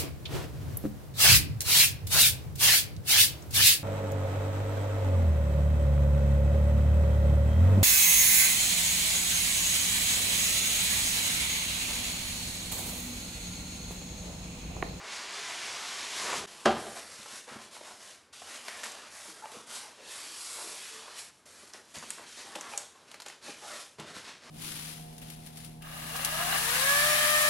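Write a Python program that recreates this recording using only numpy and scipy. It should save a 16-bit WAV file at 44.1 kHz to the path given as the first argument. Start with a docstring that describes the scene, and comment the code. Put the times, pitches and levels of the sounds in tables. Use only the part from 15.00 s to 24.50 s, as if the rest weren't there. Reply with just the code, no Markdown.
"""In a small, hard-walled room, an appliance packed in two foam blocks slides out of its carton.
The empty carton thuds down and its panels ring. The blocks are tipped over, swung round on a worktop
and gripped. Foam rasps as its tiny beads catch and let go, creaks and squeaks when the slips come in
a run, and its beads snap and crunch. The blocks bump and plastic wrap crinkles under the hands.
The walls echo over a faint background noise."""
import sys
import numpy as np
from scipy import signal
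from scipy.fft import rfft, irfft
from scipy.io import wavfile

SR = 44100
rng = np.random.default_rng(int(sys.argv[2]) if len(sys.argv) > 2 else 0)


def persist_wave(psi):
    """Save psi, clipped to +-1, as 16-bit WAV."""
    counts = np.round(np.clip(psi, -1, 1) * 32767).astype(np.int16)
    wavfile.write(sys.argv[1], SR, np.atleast_2d(counts).T)


N = 418950
TIME = np.arange(N) / SR
HZ = np.fft.rfftfreq(N, 1 / SR)

# A rub has four bands, low to high: thrum, body, rasp, fizz. body_db and fizz_db are relative to rasp_db.
# Where the bands meet: thrum_to_body_hz, body_to_rasp_hz, rasp_to_fizz_hz
BAND_EDGES_HZ = (380, 1400, 5500)
# The long pull out of the carton: time_s, rasp_db, body_db
PULL = [(0.0, -52.5, 5.5), (0.132, -40.5, -9.5), (0.278, -44.5, -4.5), (0.344, -41, -7.5),
        (1.108, -41.5, -7), (1.128, -41.5, -3.5), (1.178, -37.5, -9.5), (1.34, -39.5, 4),
        (1.376, -37.5, -8), (1.455, -51, 1)]
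# The blocks swinging round on one edge: time_s, rasp_db, body_db, fizz_db
SWIVEL = [(4.971, -57.5, -9, -9), (4.988, -55.5, 5, -15), (5.118, -45.5, -9, -0.5), (5.3, -47, -7, -2),
          (5.42, -49.5, -9.5, 7), (5.618, -47.5, -2, 5.5), (5.96, -47.5, -9, -3), (6.06, -49.5, -4, -8),
          (6.14, -48.5, -7, -9), (6.19, -45.5, -8, 2.5), (6.284, -56.5, -9, 2), (6.3, -59, -7, -5)]
# Hands stroking foam and wrap: start_s, rise_s, hold_s, rasp_db, body_db, fizz_db
STROKES = [ (1.46, .005, 0.35, -56.5, -1, 1), (1.737, 0.057, 0.14, -57, 8, 6.5),
           (1.944, 0.032, 0.023, -49, -1.5, 1), (2.038, 0.11, 0.17, -51.5, -9, -2),
           (2.278, 0.076, 0.023, -51.5, -5.5, 3), (2.464, 0.027, 0.077, -53, 3.5, -5.5),
           (2.582, 0.044, .02, -54.5, -13, -3), (2.705, 0.044, 0.012, -53.5, -3, 1),
           (2.802, 0.068, 0.053, -53.5, -2.5, -2), (2.932, 0.16, 0.025, -54, -6.5, -1),
           (3.324, 0.014, 0.11, -53, -12, -3), (3.425, 0.12, 0.03, -47.5, -8, -3.5),
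           (3.594, 0.11, 0.12, -51, -3, -1), (3.84, .005, 0.033, -51, -1, 3.5),
           (3.88, 0.051, 0.14, -53, -3, -8), (4.087, 0.089, 0.13, -54.5, -1.5, 4),
           (4.34, 0.048, 0.22, -59.5, 3, 2.5), (4.52, .025, 0.017, -54, -5, -7),
           (4.657, 0.056, 0.034, -52, -2, 2.5), (4.709, 0.051, 0.012, -47.5, -7, 3.5),
           (4.81, 0.029, 0.063, -57, -0.5, -4), (6.298, .02, 0.064, -71, -16, 4),
           (6.454, .005, 0.22, -60, -3, 2), (6.727, 0.015, 0.017, -55, -1.5, -2.5),
           (6.81, 0.12, .07, -62, -12, -1), (6.934, 0.025, 0.009, -48.5, -6, -1),
           (7.013, 0.034, 0.12, -53, -10, -2.5), (7.17, 0.015, 0.045, -58.5, 2, -8),
           (7.215, 0.12, 0.04, -51, -20, -4.5), (7.366, 0.013, 0.036, -48, -8.5, -7),
           (7.44, 0.027, 0.23, -54, -0.5, -2.5), (7.677, 0.057, 0.078, -53, -4, 0),
           (7.9, 0.084, 0.093, -66.5, 2, -4), (8.055, 0.053, 0.043, -57.5, -8, -10),
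           (8.253, 0.0088, 0.041, -53.5, -4, -8), (8.409, 0.083, 0.013, -47, -8.5, -6),
           (8.557, 0.18, 0.036, -49, -5.5, -1), (8.788, 0.016, 0.016, -55.5, -5.5, 3.5),
           (8.979, 0.026, 0.011, -51, -0.5, -25), (9.05, 0.042, 0.018, -51, -5.5, -11),
           (9.131, 0.039, 0.013, -47, -9.5, -8.5), (9.231, 0.056, 0.0088, -46.5, -11.5, -19),
           (9.392, 0.084, .03, -53.5, -5.5, -14)]
# Tone of foam on cardboard: frequency_hz, level_db
CARDBOARD_TONE = [(35, -35), (60, -16), (242, -9), (277, -10), (323, -11.5), (395, -6.5), (504, -11.5),
                  (719, -5.5), (858, -7.5), (980, -4), (1310, -6.5), (2130, -3), (5900, -2.5), (7600, -1.5),
                  (8300, -4), (11200, -5), (12000, -15), (15600, -52), (22000, -120)]
# Tone of foam on the worktop: frequency_hz, level_db
WORKTOP_TONE = [(35, -43), (82, -7), (200, -2), (350, 5), (1900, 0), (2800, -1.2), (3600, 0), (5100, -1.5),
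                (6400, -2.5), (7700, -0.5), (11200, -1.5), (12000, -12), (15600, -45), (22000, -120)]
# Tone of hands on foam: frequency_hz, level_db
HAND_TONE = [(35, -43), (60, -23), (82, -3), (114, -12), (149, -5), (182, -10.5), (222, -1.5), (290, -4.5),
             (370, 0.5), (422, 0.5), (515, -2), (858, 1.5), (1350, 2), (2720, 2), (9200, 0), (11200, -1.5),
             (12000, -10), (15600, -43), (22000, -120)]
# Hollows in the blocks: pitch_hz, width_hz, level_db
HOLLOWS = [(236, 45, 7), (416, 64, -20), (596, 120, 10), (777, 200, -7), (1070, 150, 1.5),
           (1830, 1900, -19), (5150, 438, -34)]
# The carton's edges landing: time_s, level_db
LANDINGS = [(1.654, -24), (1.6561, -17), (1.6582, -10.5), (1.671, -24), (1.681, -22), (1.707, -26),
            (1.839, -39), (1.869, -34)]
# The carton rocking back and landing again: time_s, level_db
REBOUND = (1.866, -33)
# Notes of its panels (a ring time is how long a 60 dB fade takes): pitch_hz, level_db, ring_s
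PANEL_NOTES = [(78.6, -14.5, 0.42), (145, -14, 0.3), (215, 2, 0.23), (231.7, -3.5, 0.42), (345, -7, 0.3),
               (373, 0.5, 0.34), (434, -1, 0.17), (586, 3, 0.25), (682, 5, 0.15), (750, -6, 0.39),
               (789, 2.5, 0.31), (820, -6, 0.23), (1018, -9, 0.48), (1188, -6, 0.39), (1220, -8, 0.42),
               (1470, -28, 0.12), (1620, -6, 0.22), (2309, -19, 0.11), (2970, -9, 0.19), (3214, -10, 0.36),
               (4410, -16, 0.092)]
# Tone of its slap: frequency_hz, level_db
SLAP_TONE = [(60, -18), (120, -1), (200, 0), (400, 5), (720, 10.5), (1000, 6.5), (1400, 3.5), (2100, -4.5),
             (3000, -6), (3500, -9.5), (4200, -9), (7000, -16), (12000, -30)]
# Beads and wrap snapping: time_s, level_db, pitch_hz, crumble_db (relative to the snap)
SNAPS = [(3.68, -35, 4640, -4.5), (3.689, -45, 3200, -5), (3.832, -35, 3540, -1), (3.839, -30, 7200, -7),
         (3.856, -37, 5000, -13), (3.917, -36, 6400, -4), (4.455, -37, 2320, -16),
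         (4.515, -47.5, 4590, 4.5), (6.734, -32.5, 6000, -17), (6.954, -32.5, 3750, -10),
         (6.963, -40, 2600, -15), (6.972, -38, 3730, -21), (6.984, -32, 7000, -20),
         (7.103, -20.5, 8200, -15), (7.553, -30.5, 2600, -3.5), (7.608, -27.5, 6650, -14),
         (7.735, -32, 2540, -17), (7.7746, -17, 7560, -14.5), (8.112, -44, 3600, 0), (8.14, -34, 2130, -9),
         (8.199, -39.5, 4200, -2), (8.218, -35, 4560, -5.5), (8.26, -34.5, 4100, -5.5),
         (8.282, -32, 6700, -12), (8.297, -39, 2110, -5), (8.996, -34.5, 3380, -5.5),
         (9.163, -40, 4330, -23)]
# Blocks bumping the worktop and palms: time_s, level_db, pitch_hz
BUMPS = [(1.946, -35, 550), (1.968, -27, 695), (2.19, -46, 220), (2.259, -28, 880), (2.33, -46, 235),
         (2.477, -35, 505), (2.515, -40, 240), (2.558, -37, 234), (2.765, -27, 940), (2.81, -29, 610),
         (3.418, -27.5, 740), (3.681, -30.5, 645), (3.835, -35, 780), (4.286, -41, 312), (4.455, -23, 870),
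         (4.518, -38, 440), (4.562, -40.5, 225), (6.08, -27, 1000), (6.631, -41.5, 384), (6.745, -36, 710),
         (6.968, -44, 157), (7.031, -45, 243), (7.025, -22.5, 1030), (7.036, -31, 710), (7.182, -26, 1110),
         (7.193, -37, 456), (7.375, -38, 650), (7.561, -44, 292), (7.559, -22, 553), (7.735, -21.5, 874),
         (8.142, -35.5, 600), (8.2, -29, 940), (8.262, -33, 540), (8.48, -33, 570), (8.487, -35, 298),
         (8.985, -32, 418), (8.99, -39, 155), (9.035, -51, 205), (9.16, -41.5, 206), (9.165, -24, 1010),
         (9.275, -34, 694)]
# Foam crunching in a tight grip: start_s, length_s, level_db, pitch_hz
CRUNCHES = [(3.683, 0.006, -31, 1510), (3.688, 0.004, -34, 1900), (3.699, 0.12, -42.5, 1710),
            (3.832, 0.008, -30, 1780), (3.851, 0.02, -36, 2550), (6.967, 0.012, -41.5, 1900),
            (7.103, 0.0053, -36, 1900), (7.553, 0.0033, -29.5, 1490), (8.262, 0.0036, -42, 2400),
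            (8.276, 0.034, -48, 1900)]
# Foam sticking and slipping: start_s, length_s, level_db, pitch_hz, slips_per_s
CREAKS = [(3.764, 0.049, -48.5, 626, 144), (3.835, 0.016, -49, 1800, 450), (4.418, 0.04, -46, 932, 260),
          (5.559, 0.093, -48, 920, 325), (5.629, 0.1, -49, 398, 56), (7.48, 0.27, -49.5, 1140, 315),
          (7.579, 0.13, -49, 1370, 260), (8.609, 0.087, -46, 820, 270), (8.666, 0.088, -47, 1370, 300),
          (8.689, 0.095, -50, 1870, 290)]
# Fingertips squeaking on foam: start_s, length_s, level_db, start_hz, end_hz
SQUEAKS = [(4.417, 0.052, -42, 867, 899), (4.535, 0.029, -44.5, 543, 430), (5.88, 0.19, -58, 453, 428),
           (7.45, 0.11, -54, 790, 780), (7.732, 0.034, -43.5, 830, 784), (8.69, 0.1, -52.5, 609, 580)]
# Hiss from the gap under the dragging edge: time_s, pitch_hz, level_db
EDGE_HISS = [(5.08, 4400, -59), (5.25, 4540, -59), (5.42, 4850, -54), (5.62, 4930, -56), (5.78, 5200, -63),
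             (5.95, 5300, -60)]
# How long the room echoes: frequency_hz, ring_s
ROOM_RING = [(100, 1), (400, 0.94), (1000, 0.44), (3000, 0.86), (8000, 0.47), (12000, 0.57)]
# Tone of the still room: frequency_hz, level_db
AIR_TONE = [(21, -45), (35, -22), (134, -3.5), (163, -4), (348, -2.5), (760, -6), (1540, -7), (2580, -15),
            (3290, -18), (5230, -19.5), (12000, -29), (15600, -50), (22000, -120)]


def rubbing(gains, tone, slips_per_s, spread_db, judder_db, hollow_db, patchy_db, scrape_db):
    """Thousands of beads catch and let go; their slips hiss at the surface and shake the hollow block."""
    slips = random_ticks(slips_per_s)
    slips *= from_db(spread_db * np.minimum(rng.exponential(1, N), 5))
    slips *= from_db(judder_db * wander(53))  # the grip tightens and eases
    slips = shifting_contact(slips, patchy_db, patch_s=0.09, patch_hz=131, fade_hz=5640)
    slips = shifting_contact(slips, scrape_db, patch_s=0.055, patch_hz=600, fade_hz=9000)
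    hollows = sum(from_db(db) / (1 + (2 * (HZ - hz) / width) ** 2) for hz, width, db in HOLLOWS)
    spectrum = rfft(slips) * from_db(look_up(tone, HZ)) * (1 + from_db(hollow_db) * hollows)
    share_below = [0] + [1 / (1 + (HZ / hz) ** 6) for hz in BAND_EDGES_HZ] + [1]
    bands = [irfft(spectrum * np.sqrt(abs(hi - lo)), N) for lo, hi in zip(share_below, share_below[1:])]
    return sum(gain * unit_level(band) for gain, band in zip(gains, bands))


def shifting_contact(x, depth_db, patch_s, patch_hz, fade_hz):
    """The touching area keeps moving, so patches of pitch swell and fade, mostly below fade_hz."""
    hz, _, frames = signal.stft(x, SR, nperseg=1024, noverlap=768)
    patches = rng.standard_normal(frames.shape)
    for axis, width in enumerate((patch_hz * 1024 / SR, patch_s * SR / 256)):
        bell = signal.windows.gaussian(61, width / 2)
        patches = signal.fftconvolve(patches, np.expand_dims(bell, 1 - axis), "same")
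    gain = from_db(depth_db * unit_level(patches) / (1 + (hz[:, None] / fade_hz) ** 2))
    return signal.istft(frames * gain, SR, nperseg=1024, noverlap=768)[1][:N]


def pull_gains(inside_db=-23.5, mouth_db=1.5, swell_s=0.13):
    """Band gains as foam slides out: the carton thrums more as the foam nears its mouth."""
    s, rasp, body = np.transpose(PULL)
    rasp, body = np.interp(TIME, s, rasp), np.interp(TIME, s, body)
    fizz = np.interp(TIME, [s[0], s[-1]], [-16.5, -5.5])  # muffled until the foam is out
    thrum = inside_db + (mouth_db - inside_db) * np.exp(-abs(TIME - s[-1]) / swell_s)
    return touching(s) * from_db([rasp + thrum, rasp + body, rasp, rasp + fizz])


def swivel_gains(body_db):
    """Band gains as a foam edge drags round on the worktop."""
    s, rasp, body, fizz = np.transpose(SWIVEL)
    levels = band_levels(s, rasp, body + body_db, fizz)
    return touching(s) * from_db([np.interp(TIME, s, db) for db in levels])


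def stroke_gains(slowing_db_per_s=135):
    """Band gains of the hands: each stroke speeds up, holds and dies away as the hand slows."""
    t, power = np.arange(SR) / SR, np.zeros((4, N))
    for s, rise, hold, *press in STROKES:
        speed = np.sin(np.pi / 2 * np.clip(t / rise, 0, 1))
        speed *= from_db(-slowing_db_per_s * np.maximum(t - rise - hold, 0))
        for band, db in zip(power, band_levels(s, *press)):
            add(band, s, (from_db(db) * speed) ** 2)
    return np.sqrt(power)


def band_levels(s, rasp_db, body_db, fizz_db, upright_s=6.4):
    """Thrum, body, rasp and fizz in dB: a flat palm, hollow and dull, shakes the whole block."""
    thrum_db = np.where(s < upright_s, -16.5, -11)  # on edge, the blocks thrum more freely
    thrum_db = thrum_db + 0.59 * body_db - 0.36 * fizz_db
    return rasp_db + np.array([thrum_db, body_db, np.zeros_like(rasp_db), fizz_db])


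def touching(s, touch_s=0.036, leave_s=0.017):
    """1 while the surfaces touch, from the first time in s to the last."""
    return np.interp(TIME, [s[0] - touch_s, s[0], s[-1], s[-1] + leave_s], [0, 1, 1, 0])


def carton_thud(panel_db=-15.5, slap_db=-1.5, flap_db=6.5, flap_s=0.0034, room_db=8, build_cycles=0.84):
    """Each edge that lands slaps and rattles the flaps; the heaviest rings the panels and the room."""
    t, out = np.arange(SR) / SR, np.zeros(N)
    slap = np.pad(click(SLAP_TONE), (0, SR))[:SR]
    for s, db in LANDINGS:
        flaps = signal.fftconvolve(noise_burst(t, flap_s), slap)[:SR]
        flaps *= from_db(flap_db) * np.linalg.norm(slap) / np.linalg.norm(flaps)
        add(out, s, from_db(db + slap_db) * (slap + flaps))
    panels = np.zeros(SR)
    for k, (hz, db, ring_s) in enumerate(PANEL_NOTES):
        build_up = 1 - np.exp(-t * hz / build_cycles)
        panels += (-1) ** k * from_db(db) * ring(t, hz, ring_s) * build_up
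    heavy_s, heavy_db = max(LANDINGS, key=lambda landing: landing[1])
    for s, db in ((heavy_s, heavy_db), REBOUND):
        add(out, s, from_db(db + panel_db) * panels)
    add(out, heavy_s, from_db(heavy_db + room_db) * room_echo(slap))
    return out


def snaps(level_db, burst_s=0.001, width_octaves=0.41, crumble_s=0.007, rise_s=0.00047, delay_s=0.0018):
    """A bead snaps: a bright burst, a crumble of small slips and a knock in the block."""
    t, freqs, out = np.arange(2048) / SR, np.fft.rfftfreq(2048, 1 / SR), np.zeros(N)
    knock = from_db(-40) * ring(t, hz=980, ring_s=0.0058)
    for s, db, hz, crumble_db in SNAPS:
        octaves = np.log2(hz / 4000)
        bright_db = 3.5 * octaves  # small, high beads snap more brightly
        crack = click([(200, -8), (800, 0.5), (3000, -0.5),
                       (8000, bright_db - 0.5), (12000, bright_db - 5.5)])
        slips = noise_burst(t, crumble_s) * (1 - np.exp(-t / rise_s))
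        crumble = from_db(crumble_db + 1.5 * octaves) * signal.fftconvolve(slips, crack)[:len(t)]
        band_db = np.maximum(-12 * (np.log2((freqs + 1) / hz) / width_octaves) ** 2, -35)
        ping = click(np.transpose([freqs, band_db]))
        burst = signal.fftconvolve(noise_burst(t, burst_s), ping)[:len(t)]
        burst *= 3.84 / np.linalg.norm(burst)
        add(out, s + delay_s, from_db(db + level_db) * (burst + crumble + knock))
    return cut_bass(out, hz=260)


def bumps(level_db, ring_cycles=11.4, rise_s=0.005, scuff_db=-4, scuff_s=0.0098):
    """A soft blow rings a few quickly dying notes in the foam and scuffs its surface."""
    t, out = np.arange(SR // 4) / SR, np.zeros(N)
    notes = [(0.62, -7), (1, -2), (1.47, -5.5), (2.3, -30)]  # pitch_ratio, level_db
    for s, db, hz in BUMPS:
        blow = sum(from_db(note_db) * ring(t, hz * ratio, ring_cycles / hz) for ratio, note_db in notes)
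        blow *= 1 - np.exp(-t / rise_s)
        scuff = resonate(noise_burst(t, scuff_s), hz, 2 * hz)
        scuff *= from_db(scuff_db) * np.linalg.norm(blow) / np.linalg.norm(scuff)
        add(out, s, from_db(db + level_db) * cut_bass(blow + scuff, 0.46 * hz))
    return out


def crunches(level_db, beads_per_s=1700, spread_db=20):
    """A patch of beads collapses in a quick, uneven run and rings the foam around it."""
    out = np.zeros(N)
    for s, length, db, hz in CRUNCHES:
        size = round(length * SR)
        chance, strength, sign = rng.random((3, SR // 4))[:, :size]
        beads = (chance < beads_per_s / SR) * np.sign(sign - 0.5) * from_db(spread_db * strength)
        crack = click([(150, -30), (550, -6), (1000, -5), (hz, 1), (5000, -7), (12000, -17)])
        sound = signal.fftconvolve(beads, crack)
        sound += from_db(-1) * resonate(sound, hz, width_hz=230)
        add(out, s, from_db(db + level_db) * sound / np.sqrt(np.sum(sound ** 2) / size + 1e-12))
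    return out


def creaks(level_db, jitter=0.5, ring_s=0.021):
    """An uneven run of slips rings one patch of foam."""
    t, out = np.arange(1024) / SR, np.zeros(N)
    unsteady = np.exp(jitter * wander(202.5))
    for s, length, db, hz, slips_per_s in CREAKS:
        size = round(length * SR)
        rate = slips_per_s * unsteady[round(s * SR):][:size]
        slips = np.diff(np.floor(np.cumsum(rate) / SR), prepend=-1)
        slips *= signal.windows.tukey(size + 200, 0.5)[100:-100]
        patch = ring(t, hz, ring_s) + 0.5 * ring(t, 1.493 * hz, ring_s)
        sound = signal.fftconvolve(slips, patch)
        add(out, s, from_db(db + level_db) * sound / np.sqrt(np.sum(sound ** 2) / size + 1e-12))
    return cut_bass(out, hz=300)


def squeaks(level_db, octave_db=-19, waver=0.015, flutter_db=4.5):
    """Fingertips slip almost regularly and sing faint, rough notes that glide, swell and fade."""
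    out = np.zeros(N)
    drift, grip = 1 + waver * wander(68), from_db(flutter_db * wander(45))
    for s, length, db, start_hz, end_hz in SQUEAKS:
        size, at = round(length * SR), round(s * SR)
        pitch_hz = np.linspace(start_hz, end_hz, size) * drift[at:at + size]
        phase = 2 * np.pi * np.cumsum(pitch_hz) / SR
        note = np.sin(phase) + from_db(octave_db) * np.sin(2 * phase)
        swell = signal.windows.tukey(size, 0.5) * grip[at:at + size]
        add(out, s, from_db(db + level_db) * swell * note)
    return out


def wrap_crinkle(hand_gain, level_db, folds_per_s=190, spread_db=10, clump_db=2.5):
    """Plastic wrap buckles in dry, uneven clumps of ticks under the moving hands."""
    folds = random_ticks(folds_per_s) * from_db(spread_db * rng.random(N) + clump_db * wander(25))
    tick = click([(300, -23), (1200, 5.5), (3000, 5), (6000, 5), (12000, -7)], size=256)
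    return from_db(level_db) * hand_gain * unit_level(signal.oaconvolve(folds, tick)[:N])


def edge_hiss(width_hz=790, waver=0.023, judder_db=0.5):
    """Bead noise sings in the gap between foam and worktop, rising as the blocks swing round."""
    s, hz, db = np.transpose(EDGE_HISS)
    pitch_hz = np.interp(TIME, s, hz) * (1 + waver * wander(12))
    hiss = resonate(resonate(rng.standard_normal(N), pitch_hz, width_hz), pitch_hz, width_hz)
    return touching(s) * from_db(np.interp(TIME, s, db) - judder_db * wander(40)) * unit_level(hiss)


def room_echo(x, gap_s=0.0044):
    """Sound bounces between the walls, each pitch range dying at its own speed."""
    bounces = rng.choice([-1., 1.], SR) * (rng.random(SR) < 0.12) * (np.arange(SR) > gap_s * SR)
    hz, t, frames = signal.stft(bounces, SR, nperseg=256)
    fade = np.exp(-np.log(1000) * t / look_up(ROOM_RING, hz)[:, None])
    fade *= 1 + 1.13 * np.exp(-t / 0.047)  # near walls and the worktop crowd the first moments
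    tail = signal.istft(frames * fade, SR, nperseg=256)[1]
    return signal.fftconvolve(x, tail / np.linalg.norm(tail))[:N]


def moving_echo(x, turns_per_s, count=3):
    """The rubbing spot keeps moving, so its sound passes from one set of echoes to the next."""
    place = TIME * turns_per_s * count
    shares = [np.sin(np.pi / 2 * np.minimum((place + k) % count, 2)) for k in range(count)]
    return sum(room_echo(x * share) for share in shares)


def still_air(level_db, drone_db, drone_hz):
    """Faint background noise with a low drone in it."""
    noise = rfft(rng.standard_normal(N))
    air = unit_level(irfft(noise * from_db(look_up(AIR_TONE, HZ)), N))
    drone = unit_level(irfft(noise / (1 + ((HZ - drone_hz) / 7) ** 2), N))
    return from_db(level_db) * air + from_db(drone_db) * drone


def from_db(db):
    """Turns decibels into a gain."""
    return 10 ** (np.asarray(db) / 20)


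def unit_level(x):
    """Scales x to an average (rms) level of 1."""
    return x / np.sqrt(np.mean(x ** 2) + 1e-20)


def look_up(points, hz):
    """Reads between a table's rows on a log-frequency scale."""
    freqs, values = np.transpose(points)
    return np.interp(np.log(hz + 1), np.log(freqs + 1), values)


def add(mix, s, sound):
    """Mixes a sound in at s seconds."""
    part = mix[max(round(s * SR), 0):][:len(sound)]
    part += sound[:len(part)]


def ring(t, hz, ring_s):
    """One note that fades by 60 dB in ring_s."""
    return np.sin(2 * np.pi * hz * t) * np.exp(-np.log(1000) * t / ring_s)


def noise_burst(t, fade_s):
    """A puff of noise that dies away."""
    return rng.standard_normal(len(t)) * np.exp(-t / fade_s)


def random_ticks(per_s):
    """Tiny pushes and pulls at random moments."""
    return (rng.random(N) < per_s / SR) * rng.choice([-1., 1.], N)


def click(tone, size=2048):
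    """The shortest click with this tone (rows of frequency_hz, level_db), peaking at 1."""
    log_gain = np.log(from_db(look_up(tone, abs(np.fft.fftfreq(size, 1 / SR)))))
    pulse = np.fft.ifft(np.exp(np.conj(signal.hilbert(log_gain)))).real
    return pulse / abs(pulse).max()


def wander(rate_hz):
    """A smooth random wobble, mostly slower than rate_hz."""
    return unit_level(irfft(rfft(rng.standard_normal(N)) / (1 + (HZ / rate_hz) ** 2), N))


def resonate(x, hz, width_hz):
    """Keeps the sound near a pitch, which may be steady or gliding."""
    turn = np.exp(2j * np.pi * np.cumsum(hz * np.ones(len(x))) / SR)
    decay = np.exp(-np.pi * width_hz / SR)
    return 2 * (turn * signal.lfilter([1 - decay], [1, -decay], x / turn + 1e-18)).real


def cut_bass(x, hz):
    """A light foam block gives off little sound below its own notes."""
    return signal.sosfilt(signal.butter(2, hz, "high", fs=SR, output="sos"), x)


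def scene():
    """Mixes rubbing, thud, snaps and foam noises with the room, the same in both channels."""
    slide = rubbing(from_db(-0.5) * pull_gains(), CARDBOARD_TONE, slips_per_s=14000,
                    spread_db=1, judder_db=0.3, hollow_db=-31, patchy_db=0.83, scrape_db=0.5)
    drag = rubbing(from_db(-2.5) * swivel_gains(body_db=-4), WORKTOP_TONE, slips_per_s=12000,
                   spread_db=-0.5, judder_db=0.6, hollow_db=-19, patchy_db=2.4, scrape_db=-0.1)
    strokes = stroke_gains()
    hands = rubbing(from_db(-1.02) * strokes, HAND_TONE, slips_per_s=9900,
                    spread_db=0.07, judder_db=0.76, hollow_db=-11.5, patchy_db=2, scrape_db=0.66)
    rub = slide + drag + edge_hiss() + hands
    rub += wrap_crinkle(strokes[2], level_db=-13.5)  # follows the hands' rasp
    thud = carton_thud()
    snapping = snaps(level_db=-0.5)
    foam = bumps(level_db=5.5) + creaks(level_db=-6) + squeaks(level_db=-4) + crunches(level_db=-8.5)
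    to_walls = from_db(-12) * rub + from_db(-7.5) * snapping + from_db(-6) * foam
    echo = moving_echo(to_walls, turns_per_s=2.7)
    air = still_air(level_db=-65.5, drone_db=-85, drone_hz=84.3)
    mix = rub + thud + snapping + foam + echo + air
    return np.array([mix, mix])


def record(dry, top_hz=12000):
    """The level dips briefly as the slide ends, and treble above top_hz is cut throughout."""
    dip = from_db(np.interp(TIME, [1.459, 1.463, 1.474, 1.478], [-0.5, -17, -5, 0]))
    treble_cut = signal.firwin(401, top_hz, window=("kaiser", 8), fs=SR)
    return signal.oaconvolve(dry * dip, treble_cut[None], "same")


dry = scene()
out = record(dry)
persist_wave(out)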